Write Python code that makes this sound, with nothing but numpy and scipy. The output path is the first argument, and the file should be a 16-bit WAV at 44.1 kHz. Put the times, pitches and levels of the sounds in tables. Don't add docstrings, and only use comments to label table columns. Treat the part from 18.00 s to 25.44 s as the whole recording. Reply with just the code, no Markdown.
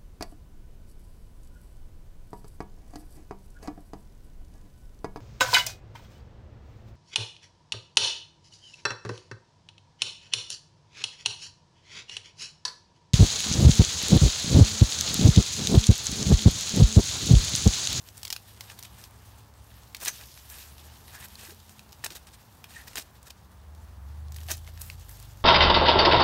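import sys
import numpy as np
from scipy import signal
from scipy.fft import rfft, irfft, next_fast_len
from scipy.io import wavfile
from scipy.ndimage import uniform_filter1d, map_coordinates

SR = 44100
rng = np.random.default_rng(int(sys.argv[2]) if len(sys.argv) > 2 else 0)


def bounce(signal):
    frames = np.transpose(np.atleast_2d(signal))
    limited = np.clip(frames, -1, 1)
    pcm = np.round(limited * 32767).astype(np.int16)
    wavfile.write(sys.argv[1], SR, pcm)


def boost_factor(decibels):
    exponent = np.asarray(decibels, float) / 20
    return 10 ** exponent


N = 328104

# freq_hz, relative_density_db (per Hz)
LEAF_SPECTRUM = [(800, -38), (1800, -10), (3000, 2), (5000, 1), (7000, -1), (10300, -3), (13000, 0.5),
                 (17000, -7.5)]


def unit(x):
    return x / np.sqrt(np.mean(x ** 2) + 1e-20)


def curves(rows):
    time_s, *cols = np.transpose(rows)
    return [np.interp(np.arange(N) / SR, time_s, col) for col in cols]


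def wobble(rate_hz):
    knots = rng.standard_normal(int(N * rate_hz / SR) + 4)
    return map_coordinates(knots, [np.arange(N) * rate_hz / SR])


def coloured(x, spectrum):
    size = next_fast_len(len(x) + 8192)
    freq_hz, level_db = np.transpose(spectrum)
    bins_hz = np.fft.rfftfreq(size, 1 / SR)
    gain = boost_factor(np.interp(np.log(bins_hz + 1), np.log(freq_hz + 1), level_db))
    return unit(irfft(rfft(x, size) * gain, size)[:len(x)])


def resonate(x, hz, width_hz):
    return signal.lfilter(*signal.iirpeak(min(hz, .4 * SR), hz / width_hz, SR), x)


def grounded(x):
    # nominal_delay_s, level_db
    echoes = [(.00095, -7), (.002, -6)]
    stretch = rng.uniform(.75, 1.25)
    out = x
    for delay_s, level_db in echoes:
        delayed = np.pad(x, (round(stretch * delay_s * SR), 0))[:len(x)]
        out = out + boost_factor(level_db) * delayed
    return out


def add(out, start_s, x):
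    part = out[round(start_s * SR):][:len(x)]
    part += x[:len(part)]


def crackle(per_second, spread_db, clump_db, share):
    pitches_hz = np.geomspace(350, 14000, num=9)
    mean_hz = pitches_hz.mean()
    ticks = np.zeros(N)
    for hz in pitches_hz:
        chance = per_second / SR * (hz / mean_hz) ** .5 / len(pitches_hz)
        struck = rng.random(N) < chance
        sizes = boost_factor(spread_db * rng.exponential(1, N).clip(0, 3)) * rng.standard_normal(N)
        ticks += resonate(struck * sizes, hz, .9 * hz) * (mean_hz / hz) ** .25
    share = np.clip(share, 0, 1)
    bed = np.sqrt(share) * unit(grounded(ticks)) + np.sqrt(1 - share) * rng.standard_normal(N)
    return bed * boost_factor(clump_db * wobble(35) + 0.79 * wobble(130))


def patchy(x, patchy_db):
    z = signal.stft(x, nperseg=256)[2]
    field = uniform_filter1d(rng.standard_normal(z.shape), size=14, axis=0)
    field = uniform_filter1d(field, size=16, axis=1)
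    return signal.istft(z * boost_factor(patchy_db * unit(field)), nperseg=256)[1][:len(x)]


def handled(per_second, clump_db, share):
    # freq_hz, relative_density_db (per Hz)
    stem_spectrum = [(150, -9.5), (320, -7.5), (550, -2), (900, -4), (1800, 1), (2800, -13.5), (5000, -25)]
    # freq_hz, relative_density_db (per Hz)
    paper_spectrum = [(4000, -46), (8000, -6), (10300, -8.5), (12500, 1.5), (17000, -10)]
    bed = patchy(crackle(per_second, spread_db=5.5, clump_db=clump_db, share=share), patchy_db=1.7)
    return coloured(bed, LEAF_SPECTRUM), coloured(bed, stem_spectrum), coloured(bed, paper_spectrum)


def rustle():
    # time_s, level_db
    movement = [(0.0, -56), (0.54, -58.5), (0.81, -57), (1.13, -62.5), (1.4, -59.5), (1.52, -67),
                (1.72, -60.5), (1.99, -63.5), (2.13, -48), (2.45, -55.5), (2.62, -54.5), (3.0, -58),
                (3.36, -54.5), (3.79, -60), (4.64, -64), (4.85, -58), (5.01, -63), (5.41, -69.5),
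                (6.28, -70), (6.51, -55.5), (6.78, -63), (7.15, -55), (7.44, -62.5)]
    leaf_db, = curves(movement)
    stem_db = -68 + 0.49 * (leaf_db + 55.5)
    leaves, stems, _ = handled(1500, clump_db=-2.0, share=0.13)
    ticks = coloured(crackle(220, spread_db=2, clump_db=1, share=1), LEAF_SPECTRUM)
    return boost_factor(leaf_db) * (leaves + boost_factor(-9.5) * ticks) + boost_factor(stem_db) * stems


def traffic():
    # freq_hz, relative_density_db (per Hz)
    road_spectrum = [(28, -48), (40, -16.5), (60, -4), (120, -9), (160, -16), (215, -17), (300, -23),
                     (520, -25), (900, -21), (1550, -29), (2500, -37), (5000, -40.5), (10300, -43.5),
                     (14000, -48), (17000, -32)]
    return boost_factor(-54 + 0.9 * wobble(2.51)) * coloured(rng.standard_normal(N), road_spectrum)


def drone(hz, level_db, rows):
    t = np.arange(N) / SR
    heard = np.clip(np.minimum(t - rows[0][0], rows[-1][0] - t) / 0.12 + 1, 0, 1)
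    phase = 2 * np.pi * (np.cumsum(hz) / SR + rng.random()) + 0.42 * wobble(7)
    return np.sqrt(2) * heard * boost_factor(level_db + 1.6 * wobble(8)) * np.sin(phase)


def engines():
    # time_s, third_order_hz, level_db (before order and pipe)
    near_engine = [(5.4, 53, -55), (5.721, 54.8, -47), (6.161, 74.8, -39.5), (6.5, 78, -37.5), (7, 84, -42),
                   (7.07, 77, -54), (7.44, 76, -56)]
    # order, relative_level_db
    orders = [(3, 0), (4, -1), (5, -1)]
    # start_s, end_s, start_hz, end_hz, level_db
    other_tones = [(0, 0.9, 98.4, 109, -58), (.95, 1.76, 71.8, 69.2, -60.5),
                   (1.05, 1.85, 102.4, 107.9, -59.5), (2, 2.6, 64.1, 61.1, -59),
                   (2.3, 3.1, 68, 80.2, -56.5), (2.9, 3.67, 75.1, 84.7, -56),
                   (3.25, 3.9, 208.3, 211.6, -66), (6.6, 8.85, 49.85, 55.7, -51.5),
                   (7.05, 8.1, 100.8, 96.6, -53.5), (6.95, 8.6, 122.1, 125.4, -57.5),
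                   (5.4, 6.9, 182.7, 179.5, -66)]
    exhaust_hz, exhaust_width_hz = 73, 13.3
    third_order_hz, near_db = curves(near_engine)
    out = np.zeros(N)
    for order, order_db in orders:
        hz = third_order_hz * order / 3
        pipe_db = -10 * np.log10(1 + (2 * (hz - exhaust_hz) / exhaust_width_hz) ** 2)
        out += drone(hz, near_db + order_db + pipe_db, near_engine)
    for start_s, end_s, start_hz, end_hz, level_db in other_tones:
        rows = [(start_s, start_hz, level_db), (end_s, end_hz, level_db)]
        out += drone(*curves(rows), rows)
    return out


def crack(hz, t60_s, tail_db, wide_db):
    t = np.arange(SR // 8) / SR
    push = boost_factor(tail_db - 60 * t / t60_s) * rng.standard_normal(len(t))
    push += boost_factor(-35.0 - 60 * t / 0.16) * rng.standard_normal(len(t))
    push[0] = 1
    ring = resonate(push, hz, .45 * hz)
    wall = boost_factor(-4.5) * resonate(push, 0.63 * hz, 0.14 * hz) + boost_factor(-12) * resonate(push, 860, 3700)
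    treble = boost_factor(wide_db) * resonate(push, 14600, 11500)
    sound = grounded(ring + wall + treble)
    return np.pad(sound, (round(.0007 * SR), 0)) / np.abs(sound).max()


def snaps():
    # start_s, peak_db, pitch_hz
    crack_events = [(0.087, -27.5, 5360), (0.171, -29, 9100), (0.178, -25, 9400), (0.195, -38, 3700),
                    (0.2309, -18, 5530), (0.2498, -22, 5000), (0.2516, -16.5, 5130), (0.271, -27, 3440),
                    (0.2782, -20.5, 5500), (0.3028, -12.5, 4900), (0.326, -10.5, 4900),
                    (0.363, -18.5, 4340), (0.6079, -19, 4470), (0.6997, -27, 2650), (0.789, -26.5, 3500),
                    (0.792, -25, 13000), (0.8263, -22.5, 4950), (0.8335, -24, 8540), (1.039, -25, 5100),
                    (1.109, -38, 9000), (1.643, -40, 13000), (1.947, -16.5, 3680), (1.967, -24, 6600),
                    (2.0115, -27, 5970), (2.0205, -36, 2600), (2.0342, -23, 6500), (2.0475, -19, 8500),
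                    (2.0508, -13.5, 8150), (2.0585, -13.5, 4030), (2.0776, -17, 3920), (2.211, -29, 4000),
                    (2.375, -33.5, 2330), (2.4997, -26, 7000), (2.781, -32.5, 4340), (3.0802, -32.5, 1640),
                    (3.226, -33, 2400), (3.284, -31, 8870), (3.354, -28.5, 4250), (3.451, -28, 5500),
                    (3.694, -31, 5980), (3.793, -28.5, 4230), (3.922, -31.5, 5500), (3.928, -27, 4790),
                    (4.0395, -21, 1950), (4.0439, -12, 6760), (4.062, -19.5, 4300), (4.1085, -35, 5000),
                    (4.1206, -29, 4280), (4.1511, -31, 12500), (4.1625, -36, 11000), (4.271, -38, 4110),
                    (4.6414, -24, 2730), (4.932, -31.5, 2330), (4.956, -21, 6500), (4.964, -22, 6000),
                    (4.9706, -19.5, 2950), (4.979, -21.5, 1900), (4.9962, -22.5, 5500), (5.229, -33, 7900),
                    (5.306, -28, 4730), (5.749, -37.5, 5950), (6.283, -38, 4060), (6.321, -27.5, 6400),
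                    (6.344, -32, 6630), (6.362, -27.5, 3300), (6.3655, -26, 11000), (6.385, -33, 2600),
                    (6.404, -33, 6200), (6.413, -35, 3200), (6.433, -32, 6200), (6.466, -36, 6500),
                    (6.479, -30, 11000), (6.4853, -24.5, 3000), (6.5092, -18, 7000), (6.57, -29.5, 11100),
                    (6.578, -30.5, 7000), (6.646, -36, 2940), (6.6755, -31.5, 2310), (6.775, -31.5, 3000),
                    (6.8125, -26, 8500), (6.816, -17, 11400), (6.856, -37, 10500), (6.863, -36, 12500),
                    (6.8995, -24.5, 3980), (7.0932, -28.5, 9800), (7.2, -29, 8300), (7.226, -29.5, 7000),
                    (7.372, -37, 7000)]
    out = np.zeros(N)
    for start_s, peak_db, hz in crack_events:
        t60_s = 0.027 * boost_factor(0.55 * (peak_db + 10.5))
        wide_db = -8.5 + 7 * np.log2(hz / 5000)
        add(out, start_s, boost_factor(peak_db) * crack(hz, t60_s, tail_db=-18.5, wide_db=wide_db))
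    return out


def crunches():
    # start_s, length_s, level_db, papery_share (0-1)
    squeezes = [(.665, 0.086, -49.5, 0.05), (.84, 0.021, -43.5, 0.2), (1.992, 0.063, -38.5, 0.49),
                (2.062, 0.027, -31, 0.25), (2.16, 0.1, -47.5, 0.07), (3.118, 0.058, -43, 0.2),
                (3.165, 0.07, -48, 0.25), (3.22, 0.052, -45, 0.47), (3.366, 0.12, -45, 0.15),
                (3.456, 0.08, -47.5, 0.55), (4.037, 0.022, -36, 0.4), (4.057, 0.011, -33, 0.03),
                (4.32, 0.041, -51, 0.1), (4.868, 0.022, -42, 0.35), (4.966, 0.031, -33.5, 0.54),
                (5.252, 0.041, -48.5, 0.4), (5.296, 0.019, -50, 0.3), (6.483, 0.041, -33, 0.23)]
    # start_s, length_s, level_db, papery_share (0-1)
    tears = [(.63, 0.074, -51, 0.3), (.967, 0.16, -51.5, 0.3), (2.078, 0.043, -37, 0.5),
             (2.48, 0.24, -46.5, 0.64), (4.065, 0.025, -47, 0.2), (4.1, 0.056, -45, 0.12),
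             (4.15, 0.039, -44.5, 0.33), (4.266, 0.036, -48.5, 0.03), (4.68, 0.23, -51.5, 0.16),
             (4.885, 0.12, -53, 0.2), (4.954, 0.016, -39.5, 0.1), (4.992, 0.044, -42.5, 0.2),
             (6.33, 0.29, -56.5, 0.7), (6.507, 0.058, -40.5, 0.4), (6.785, 0.18, -48.5, 0.53),
             (7.08, 0.1, -51, 0.96)]
    # freq_hz, relative_density_db (per Hz)
    husk_spectrum = [(1200, -15), (2500, -0.5), (4200, 0), (6500, -2), (9000, -2), (14000, -27)]
    t, out = np.arange(N) / SR, np.zeros(N)
    _, stems, paper = handled(3000, clump_db=-0.5, share=0.24)
    husk = patchy(crackle(1600, spread_db=3, clump_db=2, share=0.45), patchy_db=1.5)
    husk = coloured(husk, husk_spectrum)
    for rows, peak in (squeezes, 0.6), (tears, 0.12):
        for start_s, length_s, level_db, thin in rows:
            thin = np.clip(thin, 0, 1)
            times_s = [start_s, start_s + peak * length_s, start_s + length_s]
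            swell = boost_factor(level_db) * np.interp(t, times_s, [0, 1, 0]) ** 1.04
            woody = boost_factor(-5.5 - np.log2(length_s / .03))
            out += swell * (np.sqrt(thin) * paper + np.sqrt(1 - thin) * husk + woody * stems)
    return out


def snips():
    # start_s, level_db (nominal)
    closings = [(2.081, -12), (6.514, -14)]
    # freq_hz, level_db, t60_s
    blade_modes = [(2330, -19.5, 0.029), (5980, -5, 0.013), (6280, 1, 0.0095), (6200, -23, 0.14),
                   (7500, -17, 0.0065)]
    out, t = np.zeros(N), np.arange(SR // 5) / SR
    for start_s, level_db in closings:
        ring = np.zeros(len(t))
        for hz, mode_db, t60_s in blade_modes:
            decay = boost_factor(mode_db + rng.normal(0, 2.4) - 60 * t / t60_s)
            ring += decay * np.sin(2 * np.pi * hz * t)
        chatter = unit(uniform_filter1d(rng.standard_normal(len(t)), size=45))
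        steady = np.exp(-t / .006)
        ring = ring * (steady + (1 - steady) * chatter)
        add(out, start_s + 0.0008, boost_factor(level_db + 3) * ring * (1 - np.exp(-t / 0.00054)))
        add(out, start_s, boost_factor(level_db - 3.0) * crack(6900, 0.041, tail_db=-9, wide_db=-4))
    return out


def squeaks():
    # start_s, end_s, pitch_hz, level_db
    rubs = [(3.134, 3.2, 1750, -51.5), (3.204, 3.267, 1950, -52), (4.731, 4.846, 1797, -48)]
    out = np.zeros(N)
    pitch_factor, grip_db = 1 + 0.035 * wobble(400), 6 * wobble(110)
    for start_s, end_s, hz, level_db in rubs:
        first, n = round(start_s * SR), round((end_s - start_s) * SR)
        span = slice(first, first + n)
        tone = np.sin(2 * np.pi * np.cumsum(hz * pitch_factor[span]) / SR)
        rasp = unit(resonate(rng.standard_normal(n), hz, 350))
        rub = unit(boost_factor(grip_db[span]) * tone + rasp)
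        add(out, start_s, boost_factor(level_db) * np.hanning(n) ** .5 * rub)
    return out


def thumps():
    # start_s, pitch_hz, level_db (before onset and decay)
    knocks = [(3.485, 343, -38.5), (3.52, 430, -39), (4.11, 348, -40), (4.98, 298, -43),
              (6.487, 725, -29.5), (6.501, 633, -31.5), (6.513, 338, -35), (6.685, 650, -41),
              (6.9002, 2670, -21.5)]
    out, t = np.zeros(N), np.arange(SR // 8) / SR
    for start_s, hz, level_db in knocks:
        decay = boost_factor(level_db - 60 * t * hz / 17)
        onset = 1 - np.exp(-t * hz / 1.37)
        add(out, start_s, decay * onset * np.sin(2 * np.pi * hz * t))
    return out


def scene():
    background = rustle() + traffic() + engines()
    cutting = snaps() + crunches() + snips()
    return (background + cutting + squeaks() + thumps())[None]


def roll_off(x):
    return signal.sosfilt(signal.butter(12, 16830, fs=SR, output="sos"), x)


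def record(dry):
    spectrum = rfft(dry)
    spectrum[:, np.fft.rfftfreq(N, 1 / SR) > 15750] *= boost_factor(-45)
    mix = irfft(spectrum, N)
    return roll_off(mix)


dry = scene()
out = record(dry)
bounce(out)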